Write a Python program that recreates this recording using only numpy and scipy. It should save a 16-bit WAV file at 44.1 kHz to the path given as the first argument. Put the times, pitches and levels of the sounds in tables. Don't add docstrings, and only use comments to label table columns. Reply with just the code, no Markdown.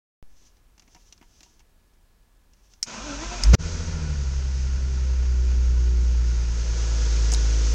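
import sys
import numpy as np
from scipy import signal
from scipy.fft import rfft, irfft, next_fast_len
from scipy.io import wavfile
from scipy.ndimage import map_coordinates

SR = 44100
rng = np.random.default_rng(int(sys.argv[2]) if len(sys.argv) > 2 else 0)


def output_pcm(signal):
    pcm = np.clip(np.atleast_2d(signal).T, -1, 1) * 32767
    wavfile.write(sys.argv[1], SR, np.round(pcm).astype(np.int16))


N = 341334

CRANK_S, CATCH_S, SHUDDER_S, RUN_S = 2.873, 3.44, 3.472, 3.55
CRANK_HZ, CATCH_HZ, IDLE_HZ, HIGH_HZ = 47.97, 42.06, 65.8, 77
DIP_S, DIP_END_S = 3.552, 3.578
SWING_S = 6.17


def engine():
    # time in seconds, firings a second.
    flare_speed = [(3.62, 81.7), (3.796, 84.8), (4.006, 78.7), (4.25, 67.2)]
    idle_speed = [(4.55, 65.3), (4.93, 65.3), (5.11, 63.1), (5.81, 60.4), (6.12, 59.9), (6.18, 58.9),
                  (7.3, 54.6), (7.69, 54.4)]
    # pitch in Hz, level in dB.
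    cabin_boom = [(42, -22.5), (54, -19), (61, -18.4), (66, -24.5), (81, -30.5), (111, -41.5), (122, -45),
                  (135, -38.5), (157, -33), (168, -39.5)]
    # multiple of the firing rate, relative level in dB.
    upper_orders = [(2.5, 1.5), (3, .5), (4, -2.5), (5, -9), (6, 0), (7, -15), (8, -7.5), (9, -21)]
    # multiple of the six-firing cycle, relative level in dB.
    uneven_orders = [(2, -9), (3, -3), (4, -29.5), (5, -1.5), (7, -54), (11, -14), (13, -15.5), (17, -16),
                     (19, -21), (22, -21), (29, -25)]
    # frequency in Hz, half width in Hz, relative level in dB.
    panels = [(360, 28, -1), (485, 46, 3.5), (657, 29, -6), (958, 56, -6.5), (1370, 140, -8),
              (1750, 190, -14.5)]
    crank_speed = [(CRANK_S, CRANK_HZ), (CATCH_S - .14, CRANK_HZ), (CATCH_S, CATCH_HZ)]
    hz = curve(crank_speed + list(flare_speed) + list(idle_speed))
    firings = np.cumsum(hz * (1 + .002 * wobble(14))) / SR
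    revs = np.clip((hz - IDLE_HZ) / (HIGH_HZ - IDLE_HZ), 0, 1)
    swing = ramp(SWING_S, .63)
    node = swell(6.65, .33)
    close = ramp(SWING_S + .3, 1.0)
    rocking = ramp(2.904, .23) * (1 - ramp(CATCH_S - .09, .045)) * amp(-10.5 - 14 * compression())
    shudder = amp(8.3) * envelope(SHUDDER_S, RUN_S, attack=.21, release=.031)
    force = rocking + shudder + ramp(RUN_S, .02)
    boom_db = along(cabin_boom, hz) - 5 * node
    octave_db = along(cabin_boom, np.maximum(2 * hz, 108)) + 1.8 * wobble(9)
    boom = amp(boom_db) * tone(firings)
    octave = amp(octave_db) * tone(2 * firings)
    frayed = firings + .006 * wobble(30)
    body_db = -50 + 1.28 * (boom_db - along(cabin_boom, 60)) - 6 * close - 3 * revs
    dash_gain = close * amp(-54.5)
    overtones = sum((amp(body_db + db) + dash_gain) * amp(2.17 * wobble(7)) * tone(k * frayed)
                    for k, db in upper_orders)
    throb_db = -38 + 3 * revs - 13 * ramp(6.75, .59)
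    throb = sum(amp(throb_db + db + 2 * wobble(6)) * tone(k * firings / 6) for k, db in uneven_orders)
    rumble_db = -37.5 - 12 * ramp(4.3, 1.4) + 7 * node
    rumble_spectrum = [(15, -7.5), (35, 5.5), (55, 7), (90, -6.5), (170, -10), (300, -28), (900, -83)]
    rumble = amp(rumble_db) * noise(rumble_spectrum)
    drone = amp(-63 + 16 * revs + 16 * swing) * resonant(panels)
    rest = np.minimum(force, 1.7) * (octave + overtones + throb + rumble + drone)
    return force * boom + rest + machinery(firings, revs, swing)


def machinery(firings, revs, swing):
    # frequency in Hz, spectral level in dB.
    clatter_spectrum = [(25, 14), (60, 7), (130, 3), (250, -1.5), (480, -2.5), (680, -6.5), (950, -6),
                        (1150, -9.5), (1450, -4.5), (1950, -9), (2600, -8.5), (3600, -20.5), (5000, -12.5),
                        (8000, -45.5), (11000, -94)]
    grind_spectrum = [(59, -42.5), (100, -1), (152, -6.5), (241, -0.5), (281, -2), (447, -13), (590, -7),
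                      (855, -9), (1580, -9.5), (1970, -16.5), (2480, -10), (3120, -16), (4000, -19.5),
                      (5200, -46), (8800, -120)]
    hiss_spectrum = [(1000, -10), (3600, -6), (4300, -5), (4700, -3), (5600, 0.5), (6500, 1.5), (7200, -7),
                     (7800, -13.5), (8800, -24.5), (10000, -56), (11000, -68)]
    # frequency in Hz, half width in Hz, relative level in dB.
    valves = [(1417, 130, -0.5), (4570, 140, -4.5)]
    # time in seconds, relative level in dB.
    fan_levels = [(4.3, -47), (5.25, -49.5), (6.23, -48), (6.95, -40), (7.65, -38)]
    turning = envelope(CRANK_S, N / SR, attack=.045, release=1)
    running, load = ramp(CATCH_S, .15), compression()
    pulse = unit(np.exp(.12 * tone(firings / 2) + .08 * tone(firings) + .09 * tone(2 * firings)))
    idle_db = -44.5 + 4 * revs + 2.5 * swing
    idle = amp(idle_db) * (noise(clatter_spectrum) + amp(-14.5) * resonant(valves))
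    grind = amp(-42.3 + 3.3 * load + 5 * ramp(3.29, .17)) * noise(grind_spectrum)
    gears = np.sqrt(running) * idle + np.sqrt(1 - running) * grind
    clatter = reflected(pulse * gears, wet_db=-7, t60=.086)
    throttle = swell(3.736, .2)
    running_db = curve(fan_levels) + 1.28 + 5 * throttle
    cranking_db = -42 + 2 * load + 3.8 * ramp(3.01, .53)
    hiss_db = running * running_db + (1 - running) * cranking_db
    hiss = amp(hiss_db + .46 * wobble(15)) * reflected(noise(hiss_spectrum), wet_db=-12, t60=.11)
    return turning * (amp(.41 * wobble(12)) * clatter + hiss)


def thump():
    # frequency in Hz, level in dB, seconds to fall 60 dB.
    body_modes = [(104.3, -8, 0.16), (225, -28, .1), (319, -20, 0.086), (463, -13, .1)]
    # frequency in Hz, spectral level in dB.
    rattle_spectrum = [(30, -11), (70, -9), (150, 3), (250, -3.5), (380, -14), (480, -3), (620, -19),
                       (1000, -17.5), (3500, -28), (6000, -20), (7200, -27), (8200, -43), (15500, -51)]
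    ring = struck(np.maximum(clock() - 3.537, 0), body_modes)
    rattle = amp(-12.5) * envelope(3.539, DIP_S, attack=.031, release=.053) * noise(rattle_spectrum)
    return ring + rattle


def starter():
    # time in seconds, gear mesh rate in Hz.
    mesh_rates = [(2.86, 190), (2.915, 231.8), (2.985, 202.8), (3.055, 302.3), (3.16, 278.2),
                  (3.225, 325.4), (3.325, 352.3), (3.5, 340)]
    # frequency in Hz, level in dB.
    mounts = [(203, -35), (240, -46), (285, -33), (325, -38), (350, -46.5), (450, -50), (600, -38.5),
              (650, -48.5), (704, -35.5)]
    # frequency in Hz, half width in Hz, relative level in dB.
    housing = [(516, 21, -4), (707, 7.4, -7), (937, 37, -1.5), (1026, 15, 3.5), (1223, 22, -3.5),
               (1330, 31, 1), (1556, 35, 1), (2210, 11, -2), (2530, 50, -15), (2640, 16, -0.5),
               (3490, 21, -6), (6100, 110, -14)]
    hz, load = curve(mesh_rates), compression()
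    engaged = ramp(CRANK_S, .11) * (1 - ramp(CATCH_S - .03, .08))
    teeth = np.cumsum(hz * (1 + .011 * wobble(70))) / SR
    whine = sum(amp(along(mounts, k * hz) + 13 * (load - 1)) * tone(k * teeth) for k in (1, 2))
    load_db = -46 + 5.1 * load
    upper = sum(amp(load_db - 9.5 - 1.65 * k + 7.6 * wobble(18)) * tone(k * teeth) for k in range(3, 7))
    return engaged * (whine + upper + amp(load_db - 2) * resonant(housing))


def compression():
    # peak time in seconds, half length in seconds, strength.
    strokes = [(2.957, 0.053, .6), (3.111, .055, 0.79), (3.231, .026, 1.08), (3.336, 0.026, 0.8)]
    return sum(strength * swell(s, width) for s, width, strength in strokes)


def plastic_snaps():
    # start in seconds, relative level in dB, pitch factor.
    snaps = [(2.8282, -11.5, 1), (2.8291, -10, .98), (2.8294, -36.5, 1.2), (2.8382, -25, 1.05),
             (3.4363, -8, .97), (3.4389, -26.5, 1), (7.319, -16.5, 1.2), (7.327, -20.5, 1.4),
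             (7.335, -21, 1.4), (7.337, -14.5, 1.25), (7.346, -18, .75)]
    # frequency in Hz, relative level in dB, seconds to fall 60 dB.
    plastic_modes = [(2380, -25, 0.033), (4630, -21, 0.017), (5070, 4.5, 0.011), (5400, 5, 0.016),
                     (5900, -5.5, .016), (6700, -12, 0.057), (7300, -22, 0.01)]
    # frequency in Hz, spectral level in dB.
    crack_spectrum = [(500, -42.5), (2300, -7.5), (3500, -16), (5200, 6.5), (7500, -4), (9500, -12),
                      (11000, -29.5), (15500, -26)]
    t = np.arange(SR // 8) / SR
    rings, cracks = np.zeros((2, N))
    for s, db, pitch in snaps:
        add(rings, s, amp(db - 10) * struck(t, plastic_modes, pitch) * (1 - np.exp(-t / .00024)))
        add(cracks, s, amp(db - 9.5) * burst(t, t60=.015, echo_db=-15, echo_t60=.072))
    return rings + coloured(cracks, crack_spectrum)


def keys():
    # start in seconds, then relative levels in dB of tick, knock and hollow ring.
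    touches = [(.569, -53, -62, -85), (.779, -47, -52, -78), (.796, -39, -66, -80), (.822, -48.5, -50, -70),
               (.878, -49, -49.5, -67), (.948, -38.5, -48, -53.5), (.962, -52, -47, -57),
               (1.125, -33.5, -54, -72), (1.178, -48, -60, -80), (1.213, -52, -45, -69),
               (1.226, -57, -45, -57), (1.406, -37.5, -47, -66), (1.431, -35, -64, -80),
               (1.462, -52, -61, -65), (1.594, -46, -64, -80), (1.603, -48, -48.5, -72),
               (1.935, -57, -70, -85), (2.535, -49, -72, -85), (2.736, -42, -67, -80),
               (7.325, -38, -25, -42)]
    # frequency in Hz, relative level in dB, seconds to fall 60 dB.
    key_modes = [(2780, -20, 0.036), (3450, -19.5, 0.025), (6050, -16, 0.023)]
    column_modes = [(330, -7, 0.14), (726, -4, .08), (950, -2, 0.086)]
    # frequency in Hz, spectral level in dB.
    tick_spectrum = [(400, -7), (2000, -2), (3500, -1.5), (6000, 8), (7200, 1.5), (8500, -15.5),
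                     (15000, -22)]
    knock_spectrum = [(100, -0.5), (320, 4), (550, -14.5), (850, -3), (1300, -9), (2500, -3.5),
                      (4000, -19.5), (9000, -28.5)]
    t = np.arange(SR // 6) / SR
    ticks, knocks, rings = np.zeros((3, N))
    for s, tick_db, knock_db, hollow_db in touches:
        add(ticks, s, amp(tick_db - 8.5) * burst(t, t60=.03, echo_db=-25, echo_t60=.12))
        add(knocks, s, amp(knock_db - 8) * burst(t, t60=.047, echo_db=-16, echo_t60=.12))
        key = amp(tick_db) * ringing(t, key_modes, scatter_db=0)
        column = amp(hollow_db) * ringing(t, column_modes, scatter_db=3)
        add(rings, s, (key + column) * (1 - np.exp(-t / .0011)))
    return coloured(ticks, tick_spectrum) + coloured(knocks, knock_spectrum) + rings


def sleeve():
    # start in seconds, end in seconds, level in dB.
    brushes = [(0.405, .47, -62.5), (0.92, 1.11, -64.5), (1.313, 1.542, -64.5), (2.56, 2.638, -77),
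               (2.72, 2.754, -67.5)]
    rustle = sum(amp(db) * envelope(start, end, attack=.47, release=.34) for start, end, db in brushes)
    cloth = noise([(200, -.5), (600, -9), (1800, -15), (3000, -6.5), (4200, -8), (6000, 2.5),
                   (7200, -7), (8500, -19), (15000, -32.5)])
    return rustle * amp(1.9 * wobble(45)) * cloth


def cabin():
    # frequency in Hz, spectral level in dB.
    floor_spectrum = [(12, -23), (22, 4), (45, 1.5), (75, -8), (120, -17), (200, -17.5), (300, -21.5),
                      (560, -26), (1000, -27), (1700, -31), (2500, -33), (7000, -36), (15500, -40.5)]
    floor = (1 - ramp(CRANK_S, .4)) * amp(-58.5) * noise(floor_spectrum)
    whine_hz = curve([(2.8, 1700), (6.5, 1676)])
    whine_db = -84 + 6 * ramp(RUN_S, .8) + 22 * swell(7.1, .6)
    return floor + amp(whine_db + 1.5 * wobble(4.6)) * tone(np.cumsum(whine_hz) / SR)


def reflected(x, wet_db, t60):
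    t = np.arange(SR // 8) / SR
    tail = rng.standard_normal(len(t)) * amp(-60 * t / t60) * (t > .002)
    echoes = signal.fftconvolve(x, tail / np.linalg.norm(tail))[:N]
    return np.std(x) * unit(x + amp(wet_db) * echoes)


def burst(t, t60, echo_db, echo_t60):
    return rng.standard_normal(len(t)) * (amp(-60 * t / t60) + amp(echo_db - 60 * t / echo_t60))


def struck(t, modes, pitch=1):
    return sum(amp(db - 60 * t / t60) * np.sin(2 * np.pi * pitch * hz * t) for hz, db, t60 in modes)


def ringing(t, modes, scatter_db):
    return sum(amp(db + scatter_db * rng.standard_normal() - 60 * t / t60) * tone(hz * t)
               for hz, db, t60 in modes)


def resonant(modes):
    m = next_fast_len(N)
    f = np.fft.rfftfreq(m, 1 / SR)
    response = sum(amp(db) / (1 + ((f - hz) / width) ** 2) for hz, width, db in modes)
    return unit(irfft(rfft(rng.standard_normal(m)) * response, m)[:N])


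def coloured(x, points):
    m = 2 * next_fast_len(N // 2 + 8192)
    gain = unit(amp(along(points, np.fft.rfftfreq(m, 1 / SR) + 1)))
    cepstrum = irfft(np.log(gain + 1e-6))
    cepstrum[1:m // 2] *= 2
    cepstrum[m // 2 + 1:] = 0
    return irfft(rfft(x, m) * np.exp(rfft(cepstrum)))[:N]


def noise(points):
    return unit(coloured(rng.standard_normal(N), points))


def tone(turns):
    return np.sqrt(2) * np.sin(2 * np.pi * (turns + rng.random()))


def wobble(rate):
    grid = np.arange(0, N + 64, 64)
    smooth = map_coordinates(rng.standard_normal(int(N * rate / SR) + 4), [grid * rate / SR])
    return np.interp(np.arange(N), grid, smooth)


def envelope(start, end, attack, release):
    t = clock()
    return amp(-60 * (np.maximum(start - t, 0) / attack + np.maximum(t - end, 0) / release))


def ramp(start, length):
    return np.clip((clock() - start) / length, 0, 1)


def swell(s, width):
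    return np.exp(-((clock() - s) / width) ** 2)


def curve(points):
    return np.interp(clock(), *np.transpose(points))


def along(points, hz):
    f, db = np.transpose(points)
    return np.interp(np.log(hz), np.log(f), db)


def add(track, s, sound):
    track[round(s * SR):][:len(sound)] += sound


def clock():
    return np.arange(N) / SR


def amp(db):
    return 10 ** (np.asarray(db) / 20)


def unit(x):
    return x / np.sqrt(np.mean(x ** 2) + 1e-20)


def scene():
    return (engine() + starter() + thump() + plastic_snaps() + keys() + sleeve() + cabin())[None]


def record(dry):
    wake_s, ceiling, top_hz = .227, .85, 15850
    t = clock() - wake_s
    pop = amp(-38) * np.exp(-np.abs(t) / .1)
    live = (t >= 0) * (dry - pop)
    rounded = live / (1 + np.abs(live / ceiling) ** 6) ** (1 / 6)
    dip_db = -37 * ramp(DIP_S, .002) * np.exp(-np.maximum(clock() - DIP_END_S, 0) / .011)
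    m = next_fast_len(N + SR // 2)
    passband = np.fft.rfftfreq(m, 1 / SR) < top_hz
    return irfft(rfft(rounded * amp(dip_db), m) * passband, m)[:, :N]


dry = scene()
out = record(dry)
output_pcm(out)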